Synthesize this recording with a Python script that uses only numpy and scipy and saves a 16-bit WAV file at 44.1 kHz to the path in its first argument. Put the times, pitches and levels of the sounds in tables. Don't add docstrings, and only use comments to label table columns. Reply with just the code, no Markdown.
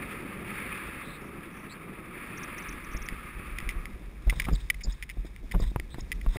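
import sys
import numpy as np
from scipy import signal
from scipy.fft import rfft, irfft
from scipy.io import wavfile

SR = 44100
rng = np.random.default_rng(int(sys.argv[2]) if len(sys.argv) > 2 else 0)


def generate_wav(sig):
    pcm = np.round(np.clip(np.atleast_2d(sig).T, -1, 1) * 32767).astype(np.int16)
    wavfile.write(sys.argv[1], SR, pcm)


N = 282221
TIME = np.arange(N) / SR

# (time [s], level [dB])
AIRFLOW = [(0, -48.5), (.42, -49.5), (.49, -44), (.7, -42.5), (1.05, -48.5), (1.27, -53.5), (2.08, -54),
           (2.18, -48), (2.4, -46), (3.1, -50), (3.7, -51), (4.08, -63.5), (4.4, -60), (4.68, -65),
           (5.3, -66.5), (6.35, -65)]
# (time of peak [s], half width [s], lift [dB])
AIR_GUSTS = [(0.028, 0.0094, 6), (.12, 0.027, 6.5), (1.44, 0.022, 3)]
# (frequency [Hz], level [dB])
RUSH_SPECTRUM = [(450, -24.5), (950, -12.5), (1350, -2.5), (1510, -6.5), (1650, 2.5), (1880, 0),
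                 (2200, 3.5), (2550, 1.5), (2900, -11), (3450, -12.5), (4050, -25.5), (4600, -19),
                 (5800, -56)]
# (time [s], buffeting level [dB], roar level [dB])
EDDY_LEVELS = [(0, -55, -41.5), (.65, -49.5, -45), (1.7, -56, -48), (2.55, -53, -47), (2.72, -42.5, -49),
               (3.8, -38, -51.5), (4.15, -41.5, -54), (4.4, -33.5, -54.5), (5.05, -42, -61),
               (6.35, -37, -53.5)]
# (frequency [Hz], level [dB])
BUFFET_SPECTRUM = [(10, -18), (26, -7.5), (42, 1), (60, -5.5), (85, -17.5), (150, -21), (230, -28.5),
                   (400, -52)]
ROAR_SPECTRUM = [(40, -10.5), (90, -5.5), (140, -3.5), (195, 1), (260, -4.5), (355, -3), (440, -10),
                 (520, -10.5), (650, -17.5), (1000, -19), (2000, -46)]
# (time of peak [s], rise and fall time [s], level [dB])
CASE_BRUSHES = [(4.32, 0.056, -55), (4.41, 0.043, -50), (4.56, 0.12, -54.5), (4.92, 0.04, -53.5),
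                (5.27, .008, -49.5), (5.53, 0.022, -54.5), (5.64, 0.032, -45.5), (5.995, 0.011, -45),
                (6.35, 0.042, -46)]
# (frequency [Hz], level [dB])
RUSTLE_SPECTRUM = [(300, -5.5), (700, -7), (1050, 4), (1300, -5.5), (2000, 5.5), (2500, -4.5), (2950, -8.5),
                   (3700, 7), (4350, -16), (5100, -0.5), (5900, -15)]
# (time [s], length [s], start pitch [Hz], end pitch [Hz], level [dB])
RIGGING_SQUEAKS = [(1.009, 0.18, 3570, 3940, -58), (1.19, .11, 5400, 5600, -75),
                   (1.494, .2, 5730, 5630, -75), (1.69, 0.054, 3600, 4540, -54.5),
                   (4.52, .04, 5200, 4670, -53.5), (4.55, 0.018, 3930, 3700, -51),
                   (4.597, .026, 3730, 3680, -55.5), (4.831, 0.032, 5260, 4830, -45.5),
                   (4.902, .014, 3500, 3480, -53.5), (4.921, .016, 5070, 5100, -52.5),
                   (5.601, .01, 5160, 4930, -49), (5.664, .028, 3700, 3590, -58),
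                   (5.896, 0.062, 3620, 4000, -59), (6.006, 0.0068, 5300, 5330, -46)]
# (time [s], level [dB])
RIGGING_CHIRPS = [(2.372, -50), (2.43, -50), (2.58, -50), (2.622, -59), (2.685, -49.5), (2.72, -59),
                  (2.842, -61), (2.913, -59), (2.927, -56.5), (2.964, -47), (3.017, -48), (3.057, -54)]
# (time [s], level [dB], hardness [pitch factor], scuff [dB re hit], scuff length [s])
GEAR_KNOCKS = [(2.949, -23.5, 0.22, -14, 0.0088), (3.1246, -27, 0.22, -10, 0.012),
               (3.3976, -30, 0.23, -13, 0.014), (3.626, -27.5, 0.17, -14, .012),
               (4.271, -34, 0.6, -1, 0.036), (4.3266, -23, 0.91, -4, 0.011), (4.468, -32, 1.1, 0, 0.039),
               (4.486, -18, 1, -2, 0.013), (4.514, -22, .2, -5.5, 0.0265), (4.848, -34, 0.25, -3, 0.026),
               (4.873, -31, 0.4, -8, .007), (5.171, -31.5, .27, -7, 0.011), (5.248, -31.5, 0.24, -2, .008),
               (5.431, -34.5, 0.21, -5, .03), (5.54, -28.5, .74, 5, 0.0069), (5.548, -21, 1.01, -1, 0.012),
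               (5.6, -21, .4, -12, .015), (5.63, -31, 0.75, -6, .015), (5.716, -33.5, 0.29, -4, 0.0075),
               (5.761, -13.5, 0.88, -13.5, .009), (5.798, -29, 0.27, -9, .007),
               (5.9445, -26, 1.53, -8, 0.017), (5.984, -23.5, 0.29, -8.5, 0.0072),
               (6.2633, -23.5, 0.95, 1.5, 0.0056), (6.359, -24.5, 0.75, -4, 0.024)]
# (frequency [Hz], level [dB])
KNOCK_SPECTRUM = [(50, 4), (130, 9.5), (280, -1), (550, -6), (800, -8.5), (1150, -4), (1500, -12.5),
                  (2000, -18), (3000, -20), (3700, -32), (5500, -42), (16000, -87)]
# (time [s], level [dB], swing rate [Hz], thud [dB re swing])
CAMERA_JOLTS = [(3.006, -30, 32, -14), (3.51, -31, 37.8, -21), (3.661, -27, 37, -18),
                (3.755, -23, 38.6, -28), (4.266, -14, 42.7, -20.5), (4.363, -25, 34, -14),
                (4.515, -15, 41, -14.5), (4.868, -18, 42.8, -24), (5.181, -23, 39.4, -25),
                (5.546, -15.5, 38, -10), (5.61, -18, 32, -13), (5.657, -22.5, 48.4, -23),
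                (6.009, -27.5, 40.2, -18), (6.268, -15, 33.4, -30)]
# (frequency [Hz], level [dB])
THUD_SPECTRUM = [(40, -14), (80, -2), (150, -0.5), (300, -15.5), (700, -31), (2000, -88)]
# (time [s], level [dB], chatter [dB re hit], chatter length [s])
MOUNT_CLACKS = [(3.0875, -19.5, -16, 0.012), (3.586, -22, 0.5, 0.0035), (3.603, -28, -7, 0.0026),
                (3.691, -19, -11.5, 0.024), (3.856, -26, -11, .003), (4.2978, -16.5, -4, 0.0095),
                (4.399, -15, -1, .0075), (4.42, -26, -12, 0.012), (4.443, -31, -6, .004),
                (4.4494, -29.5, 3, .009), (4.701, -11.5, -3.5, 0.0066), (4.744, -34.5, 2, 0.0046),
                (4.8086, -38, 1, .015), (5.0258, -24, -5.5, .015), (5.093, -31, -18, .003),
                (5.0988, -27.5, -6.5, 0.017), (5.363, -35, -15, .003), (5.512, -40, 6.5, .01),
                (5.52, -26, -2, 0.0056), (5.799, -23, -20, .003), (6.118, -18.5, -5, 0.012),
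                (6.2135, -34.5, -2, .005), (6.368, -33, 1, 0.012)]
# (frequency [Hz], level [dB])
CLACK_SPECTRUM = [(300, -40), (1200, -19.5), (1600, -10.5), (1950, 6.5), (2200, 5), (2600, -6),
                  (3400, -9.5), (4200, -22.5), (5000, -9.5), (5900, -25.5)]
TICK_SPECTRUM = [(300, -14), (1200, 0), (2200, 0), (3600, -2), (4300, -8), (5100, 2), (5900, -10)]


def gain_of(db):
    return 10 ** (np.asarray(db) / 20)


def unit_rms(x):
    return x / np.sqrt(np.mean(x ** 2) + 1e-20)


def spectrum_gain(spectrum, hz):
    points_hz, db = np.transpose(spectrum)
    return gain_of(np.interp(np.log(hz + 1), np.log(points_hz), db))


def add(mix, start_s, sound):
    part = mix[max(round(start_s * SR), 0):][:len(sound)]
    part += sound[:len(part)]


def noise(spectrum):
    hz = np.fft.rfftfreq(N, 1 / SR)
    return unit_rms(irfft(rfft(rng.standard_normal(N)) * spectrum_gain(spectrum, hz), N))


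def wander(rate_hz):
    hz = np.fft.rfftfreq(N, 1 / SR)
    return unit_rms(irfft(rfft(rng.standard_normal(N)) / (1 + (hz / rate_hz) ** 2), N))


def ring(spectrum, pitch=1, size=2048):
    hz = abs(np.fft.fftfreq(size, 1 / SR))
    log_gain = np.log(spectrum_gain(spectrum, hz / pitch))
    minimum_phase = np.exp(np.conj(signal.hilbert(log_gain)))
    response = np.fft.ifft(minimum_phase).real[:size // 2]
    return response / abs(response).max()


def strike(body, after_db, length_s, gap_s):
    spacing, size, side = rng.random((3, 64))
    delay_s = np.cumsum(gap_s * (.5 + spacing))
    fade = np.exp(-delay_s / length_s) * (delay_s < length_s)
    force = np.sign(side - .5) * (.5 + size) * fade
    taps = np.zeros(SR // 10)
    index = np.minimum((delay_s * SR).astype(int), len(taps) - 1)
    np.add.at(taps, index, gain_of(after_db) * force)
    taps[0] += 1
    return signal.fftconvolve(taps, body)


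def airflow_db():
    gusts_db = sum(db * np.exp(-((TIME - peak_s) / width_s) ** 2) for peak_s, width_s, db in AIR_GUSTS)
    return np.interp(TIME, *np.transpose(AIRFLOW)) + gusts_db


def case_wind(rush_db=3, note_db=-53, note_hz=1230, note_width_hz=150, onset_db=-54, flutter_db=1.25):
    air_db = airflow_db()
    rush = gain_of(rush_db + air_db) * noise(RUSH_SPECTRUM)
    phase = 2 * np.pi * note_hz * TIME
    note = wander(note_width_hz) * np.cos(phase) + wander(note_width_hz) * np.sin(phase)
    excess_db = air_db - onset_db
    slope = np.where(excess_db > 0, .56, 1.6)
    hollow = gain_of(note_db + slope * excess_db) * note
    return (rush + hollow) * gain_of(flutter_db * wander(rate_hz=29))


def microphone_eddies(buffet_db=-1.5, lump_db=2, roar_db=1.5, waver_db=1.36):
    times, buffet_curve, roar_curve = np.transpose(EDDY_LEVELS)
    buffet = gain_of(buffet_db + np.interp(TIME, times, buffet_curve) + lump_db * wander(rate_hz=14))
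    roar = gain_of(roar_db + np.interp(TIME, times, roar_curve) + waver_db * wander(rate_hz=22))
    return buffet * noise(BUFFET_SPECTRUM) + roar * noise(ROAR_SPECTRUM)


def cloth_rustle(rest_db=-69, blown_db=-16, grain_db=3):
    brushes = sum(gain_of(db) * np.exp(-abs(TIME - peak_s) / fall_s)
                  for peak_s, fall_s, db in CASE_BRUSHES)
    blown = gain_of(blown_db + airflow_db())
    strength = np.sqrt(gain_of(rest_db) ** 2 + blown ** 2 + brushes ** 2)
    grains = gain_of(grain_db * wander(rate_hz=70))
    return strength * grains * noise(RUSTLE_SPECTRUM)


def rigging_squeaks(chirp_hz=5720, chirp_s=.014, waver_hz=240, rough_db=3):
    out = np.zeros(N)
    waver = waver_hz * wander(rate_hz=500)
    roughness = gain_of(rough_db * wander(rate_hz=150))
    chirps = [(start_s, chirp_s, chirp_hz, chirp_hz, db) for start_s, db in RIGGING_CHIRPS]
    for start_s, length_s, start_hz, end_hz, db in RIGGING_SQUEAKS + chirps:
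        count = round(length_s * SR)
        hz = np.linspace(start_hz, end_hz, count) + waver[round(start_s * SR):][:count]
        whistle = np.sin(2 * np.pi * np.cumsum(hz) / SR) * signal.windows.tukey(count, .5)
        add(out, start_s, gain_of(db) * unit_rms(whistle))
    return out * roughness


def gear_knocks(gap_s=.0019):
    out = np.zeros(N)
    for start_s, db, hardness, scuff_db, length_s in GEAR_KNOCKS:
        body = ring(KNOCK_SPECTRUM, pitch=hardness)
        add(out, start_s, gain_of(db) * strike(body, scuff_db, length_s, gap_s))
    return out


def camera_jolts(rise_s=.014):
    swing, thud_envelope = np.zeros((2, N))
    t = np.arange(SR // 3) / SR
    swell = t / rise_s * np.exp(1 - t / rise_s)
    for start_s, db, hz, thud_db in CAMERA_JOLTS:
        add(swing, start_s, -gain_of(db) * swell * np.sin(2 * np.pi * hz * t))
        add(thud_envelope, start_s, gain_of(db + thud_db) * swell ** 2)
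    return swing + thud_envelope * noise(THUD_SPECTRUM)


def mount_clacks(gap_s=.0016):
    out = np.zeros(N)
    for start_s, db, chatter_db, length_s in MOUNT_CLACKS:
        body = ring(CLACK_SPECTRUM, pitch=rng.uniform(.98, 1.06))
        add(out, start_s, gain_of(db) * strike(body, chatter_db, length_s, gap_s))
    return out


def ground_crackle(touchdown_s=3.8, ticks_per_s=70, tick_db=-56, spread_db=5):
    size = gain_of(tick_db + spread_db * np.minimum(rng.exponential(1, N), 3))
    ticks = size * (rng.random(N) < ticks_per_s / SR) * (TIME > touchdown_s)
    return signal.fftconvolve(ticks, ring(TICK_SPECTRUM))[:N]


def scene():
    flight = case_wind() + microphone_eddies() + cloth_rustle() + rigging_squeaks()
    landing = gear_knocks() + camera_jolts() + mount_clacks() + ground_crackle()
    return (flight + landing)[None]


def record(dry, hold_hz=12000, cutoff_hz=15600, stop_s=6.372):
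    hz = np.fft.rfftfreq(N, 1 / SR)
    anti_alias = np.clip((hold_hz / 2 - hz) / 300 + .5, 0, 1)
    narrow = irfft(rfft(dry) * anti_alias, N)
    sampled = narrow * (1 + 2 * np.cos(2 * np.pi * hold_hz * TIME))
    held = irfft(rfft(sampled) * np.sinc(hz / hold_hz), N)
    fade_out = np.clip((stop_s - TIME) / .002, 0, 1)
    low_pass = signal.firwin(255, cutoff_hz, window=("kaiser", 9), fs=SR)
    return signal.oaconvolve(held * fade_out, low_pass[None], "same")


dry = scene()
out = record(dry)
generate_wav(out)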